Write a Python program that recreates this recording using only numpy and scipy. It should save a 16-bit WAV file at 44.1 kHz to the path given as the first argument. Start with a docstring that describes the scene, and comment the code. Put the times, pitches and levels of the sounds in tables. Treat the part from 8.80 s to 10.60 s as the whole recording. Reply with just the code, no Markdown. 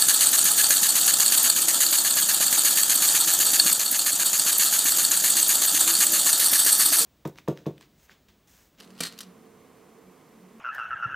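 """Fingers pick small wooden beads out of a thin plastic tray, close to a pair of microphones.
The tray knocks on the table and chatters with its beads: shaped noise bursts, ringing walls, low modes.
Light bead clicks come before and after as shorter noise bursts, over a crackle of tiny contacts.
Behind lies a small room: a short tail of decaying noise, steady coloured air noise,
and low resonances, wavering sines that swell and fade."""
import sys
import numpy as np
from scipy import signal
from scipy.fft import rfft, irfft, next_fast_len
from scipy.io import wavfile
from scipy.ndimage import map_coordinates

SR = 44100
rng = np.random.default_rng(int(sys.argv[2]) if len(sys.argv) > 2 else 0)


def wrap_up_sound(samples):
    """Save the sound to the file named by the first command line argument, as 16-bit audio."""
    columns = np.atleast_2d(samples).T
    # keep every value between -1 and 1, then stretch to whole-number steps
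    tamed = np.clip(columns, -1, 1)
    steps = np.round(tamed * 32767).astype(np.int16)
    wavfile.write(sys.argv[1], SR, steps)


N = 79380  # samples, 1.8 s

# Tray knocking with its beads. Each row: start in seconds, relative level in dB, treble tilt in dB per octave.
TRAY_KNOCKS = [(0.2046, -23.5, 2), (0.2069, -22, -0.5), (.2105, -33, -4), (.2215, -38, 6),
               (0.2244, -31.5, -3.5), (.2316, -28, -1), (0.2343, -25.5, 3.5), (.2360, -24.5, -0.5),
               (.2398, -36, -2.5), (0.2496, -31.5, -4), (.2508, -33.5, -2.5), (.2540, -30, 0),
               (.2590, -36, -5), (0.2632, -33, 2), (.2665, -38, 3), (.2692, -31.5, -2), (.2750, -34, -1),
               (0.2772, -55, -4), (0.285, -43, 2)]
# Tray thumping on the table. Each row: start in seconds, relative level in dB.
TABLE_THUMPS = [(.2050, -33.5), (0.2323, -47)]
# Low modes of the tray. Each row: frequency in Hz, relative level in dB, 60 dB decay time in seconds.
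TRAY_MODES = [(93, -18, 0.11), (170, -5.5, 0.2), (214, -5, 0.092), (263, -0.5, 0.14), (495, 5.5, 0.029),
              (657, 0, 0.038), (1184, 0.5, .05)]
# Ringing of the thin walls. Each row: frequency in Hz, relative level in dB, 60 dB decay time in seconds.
WALL_MODES = [(1397, -6, .13), (1854, -5, 0.13), (2385, -4, 0.087), (3380, -7, 0.12), (3870, -1.5, 0.08),
              (4180, 0, 0.11), (4390, 1, 0.071), (4736, -2, 0.052), (8600, -1, 0.051)]
# Spectrum of a tray knock, before tilt. Each row: frequency in Hz, relative level in dB.
KNOCK_SPECTRUM = [(150, -29), (300, -11.5), (520, -19), (850, -18), (1300, -10), (1850, -9), (2500, -10.5),
                  (3100, -5), (3600, -5.5), (4450, 1.5), (5200, -7), (7000, -9.5), (8700, -5.5),
                  (10000, -13), (12700, -14.5), (16000, -25)]
# Light bead clicks. Each row: start in seconds, relative level in dB, treble tilt in dB per octave.
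BEAD_CLICKS = [(.002, -42, -0.5), (.0065, -40, -3.5), (0.028, -55, 2), (.0485, -53.5, 2.5),
               (0.0753, -54, -3), (.1045, -49, -2.5), (0.178, -49.5, 0), (.187, -47, -2), (0.1951, -44, -1),
               (0.3242, -42.5, -1), (.378, -44.5, 0), (0.3884, -33, 1.5), (0.4063, -31.5, 0),
               (.411, -36.5, -1.5), (0.415, -40.5, 3), (0.4183, -49, 0), (0.4317, -43, -0.5)]
# Spectrum of a bead click, before tilt. Each row: frequency in Hz, relative level in dB.
CLICK_SPECTRUM = [(300, -26), (700, -27), (1400, -4), (2100, -12.5), (2900, 2.5), (3500, -4.5), (4300, 1),
                  (5500, -1), (7000, -5), (12000, -9.5), (16000, -19)]
# Crackle of fingers shifting beads. Each row: time in seconds, level in dB.
SHUFFLE_LEVEL = [(0, -61), (.035, -51.5), (.07, -65.5), (.14, -68), (.18, -60), (.2, -52.5), (.28, -58),
                 (.305, -59), (.33, -54), (.355, -64), (.425, -52.5), (.45, -66), (.5, -85)]
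# Decay of the room tail. Each row: frequency in Hz, 60 dB decay time in seconds.
ROOM_DECAY = [(200, 0.28), (2000, 0.42), (8000, 0.21), (16000, 0.19)]
# Difference between the two microphones. Each row: frequency in Hz, side level in dB.
SIDE_SPECTRUM = [(300, -16), (2000, -46), (4000, -18), (9000, -15.5), (15000, -13)]
# Room air, common to both microphones. Each row: frequency in Hz, relative level in dB.
AIR_SPECTRUM = [(25, -26.5), (60, -16.5), (120, -12), (150, -6), (180, -8), (230, -7), (300, -6), (450, -5),
                (550, -10), (640, -14), (720, -11), (860, -16.5), (1080, -11.5), (1350, -18.5),
                (1800, -21.5), (2100, -20), (2500, -24), (4000, -29), (14800, -33), (16000, -38)]
# Room air, opposite in the two microphones. Each row: frequency in Hz, relative level in dB.
AIR_SIDE_SPECTRUM = [(15, -66), (25, -27), (256, -6), (354, -8), (439, -8.5), (641, -21), (1040, -15.5),
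                     (4490, -38), (6050, -19.5), (13600, -31.5), (16000, -45)]
# Stereo balance of the common air. Each row: frequency in Hz, left minus right in dB.
AIR_LEFT_RIGHT = [(60, -1.5), (120, 3), (240, -3.5), (480, -3.5), (950, -6), (1890, -1), (3770, 0.0),
                  (7520, -0.5), (15000, 0.0)]
# Swell of the lowest room resonance, before its waver. Each row: time in seconds, level in dB.
LOW_HUM_LEVEL = [(0, -65.5), (.13, -51.5), (.2, -59), (.29, -74), (.34, -58.5), (.4, -60), (.49, -47.5),
                 (.55, -66.5), (.8, -65), (1.2, -69.5), (1.29, -53), (1.37, -74), (1.57, -78), (1.64, -52),
                 (1.72, -62), (1.8, -60)]
# Swell of the next room resonance, before its waver. Each row: time in seconds, level in dB.
HIGH_HUM_LEVEL = [(0, -63.5), (.15, -57), (.39, -59), (.48, -65), (.58, -55.5), (.72, -63.5), (1.03, -77),
                  (1.12, -56), (1.22, -76), (1.48, -81), (1.55, -55), (1.69, -68), (1.77, -51), (1.8, -52)]
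# Further room resonances. Each row: frequency in Hz, level before waver in dB, left minus right in dB.
ROOM_DRONES = [(259, -67.5, -4.5), (450.4, -67, -12.5)]

KNOCK_DB, WALLS_DB = 2, -23
KNOCK_ATTACK_S, KNOCK_T60_S, KNOCK_RING_DB, KNOCK_RING_T60_S = 0.00066, 0.013, -14, 0.096
CLICK_DB = 2.5
CLICK_ATTACK_S, CLICK_T60_S, CLICK_RING_DB, CLICK_RING_T60_S = 0.0003, 0.013, -20.5, 0.068
GRAINS_PER_S, GRAIN_SPREAD_DB, GRAIN_DECAY_S = 1500, 3, 0.00074
ROOM_DB, GLANCE_T60_S = -14, 0.015
AIR_DB, AIR_SIDE_DB = -56, -69.5
LOW_HUM_HZ, HIGH_HUM_HZ = 186.7, 221.5
LOW_HUM_PAN_DB, HIGH_HUM_PAN_DB = -1.5, 0.5  # left minus right
WAVER_POINTS_PER_S = 18
TOP_HZ = 16100


def tray():
    """The tray chatters as noise bursts with ringing walls, and thumps on the table in its low modes."""
    out = np.zeros(N)
    for start_s, db, tilt_db in TRAY_KNOCKS:
        crack = contact(KNOCK_SPECTRUM, tilt_db, KNOCK_ATTACK_S, KNOCK_T60_S,
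                        KNOCK_RING_DB, KNOCK_RING_T60_S)
        walls = ring(WALL_MODES, spread_db=5.5)
        add(out, start_s, amp(db) * (amp(KNOCK_DB) * crack + amp(WALLS_DB) * walls))
    for start_s, db in TABLE_THUMPS:
        add(out, start_s, amp(db) * ring(TRAY_MODES, spread_db=3))
    return out


def beads():
    """Single beads click lightly; random tiny contacts crackle as the fingers shift them."""
    out = np.zeros(N)
    for start_s, db, tilt_db in BEAD_CLICKS:
        click = contact(CLICK_SPECTRUM, tilt_db, CLICK_ATTACK_S, CLICK_T60_S,
                        CLICK_RING_DB, CLICK_RING_T60_S)
        add(out, start_s, amp(db + CLICK_DB) * click)
    struck = rng.random(N) < GRAINS_PER_S / SR
    grains = struck * amp(GRAIN_SPREAD_DB * rng.standard_normal(N))
    # Each grain dies away exponentially
    envelope = signal.lfilter([1], [1, -np.exp(-1 / (GRAIN_DECAY_S * SR))], grains)
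    crackle = unit(envelope * noise(KNOCK_SPECTRUM, tilt_db=-3.6))
    return out + level(SHUFFLE_LEVEL) * crackle


def contact(colour, tilt_db, attack_s, t60, ring_db, ring_t60):
    """One hard contact: noise for a burst of dense modes that dies fast and leaves a weak ring."""
    t = np.arange(SR // 4) / SR
    decay = amp(-60 * t / t60) + amp(ring_db - 60 * t / ring_t60)
    shape = decay * (1 - np.exp(-t / attack_s))
    burst = unit(noise(colour, tilt_db)[:len(t)] * shape)
    return burst * np.sqrt(np.mean(shape ** 2))


def ring(modes, spread_db):
    """Damped sine modes, each with a random phase and a slightly different level every strike."""
    t = np.arange(SR // 4) / SR
    tones = np.zeros(len(t))
    for hz, db, t60 in modes:
        decay = amp(db + spread_db * rng.standard_normal() - 60 * t / t60)
        tones += decay * np.sin(2 * np.pi * (hz * t + rng.random()))
    return tones * (1 - np.exp(-t / 0.0011))  # 1.1 ms attack


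def room(x):
    """A short, weak room tail; reflections reach the two microphones a little differently."""
    hz, t, bands = signal.stft(rng.standard_normal(SR // 2), SR, nperseg=256)
    decay = amp(-60 * t / along(ROOM_DECAY, hz)[:, None])
    tail = signal.istft(bands * decay, SR, nperseg=256)[1]
    mid = x + amp(ROOM_DB) * signal.fftconvolve(x, tail / np.linalg.norm(tail))[:N]
    # Short glancing reflections, opposite in the two microphones
    t = np.arange(SR // 50) / SR
    glance = rng.standard_normal(len(t)) * amp(-60 * t / GLANCE_T60_S)
    glanced = signal.fftconvolve(mid, glance / np.linalg.norm(glance))[:N]
    side = filtered(glanced, lambda hz: amp(along(SIDE_SPECTRUM, hz)))
    return np.array([mid + side, mid - side])


def room_tone():
    """Steady coloured room noise, with low resonances that swell and waver."""
    air = filtered(amp(AIR_DB) * noise(AIR_SPECTRUM), lambda hz: pan(along(AIR_LEFT_RIGHT, hz)))
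    air = air + amp(AIR_SIDE_DB) * noise(AIR_SIDE_SPECTRUM) * np.array([[1], [-1]])
    low_hum = level(LOW_HUM_LEVEL) * resonance(LOW_HUM_HZ, flutter=0.91)
    high_hum = level(HIGH_HUM_LEVEL) * resonance(HIGH_HUM_HZ, flutter=0.91)
    tone = air + pan(LOW_HUM_PAN_DB) * low_hum + pan(HIGH_HUM_PAN_DB) * high_hum
    for hz, db, left_right_db in ROOM_DRONES:
        tone = tone + pan(left_right_db) * amp(db) * resonance(hz, flutter=2.55)
    return tone


def resonance(hz, flutter):
    """A narrow room resonance: a sine whose phase (so pitch) and level (flutter, dB) wander at random."""
    points = np.arange(N) * WAVER_POINTS_PER_S / SR
    drift, sway = (map_coordinates(row, [points]) for row in rng.standard_normal((2, 256)))
    sine = np.sin(2 * np.pi * hz * np.arange(N) / SR + 1.14 * drift)  # drift in radians
    return amp(flutter * sway) * np.sqrt(2) * sine


def noise(colour, tilt_db=0):
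    """Coloured noise of rms 1, with a treble tilt per octave above 300 Hz."""
    def response(hz):
        return amp(along(colour, hz) + tilt_db * np.log2(np.maximum(hz, 300)))
    return unit(filtered(rng.standard_normal(N), response))


def filtered(x, response):
    """Multiply the spectrum of x by a response of frequency, with zero padding."""
    m = next_fast_len(N + SR // 2)
    return irfft(rfft(x, m) * response(np.fft.rfftfreq(m, 1 / SR)), m)[..., :N]


def along(points, hz):
    """Interpolate (Hz, value) points on a log frequency axis."""
    f, v = np.transpose(points)
    return np.interp(np.log(hz + 1), np.log(f + 1), v)


def level(rows):
    """Gain per sample from (s, dB) points."""
    return amp(np.interp(np.arange(N) / SR, *np.transpose(rows)))


def pan(db):
    """Left and right gain for a level difference, left minus right."""
    return amp(np.array([[.5], [-.5]]) * db)


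def amp(db):
    """Amplitude gain from dB."""
    return 10 ** (np.asarray(db) / 20)


def unit(x):
    """Scale to rms 1."""
    return x / np.sqrt(np.mean(x ** 2) + 1e-20)


def add(track, start_s, sound):
    """Mix a sound into the track at its start time."""
    start = max(0, round(start_s * SR))
    track[start:start + len(sound)] += sound[:N - start]


def scene():
    """Tray and beads close up in the small room, over its room tone."""
    return room(tray() + beads()) + room_tone()


def record(dry):
    """The recorder keeps nothing above its band limit."""
    return filtered(dry, lambda hz: hz < TOP_HZ)


dry = scene()
out = record(dry)
wrap_up_sound(out)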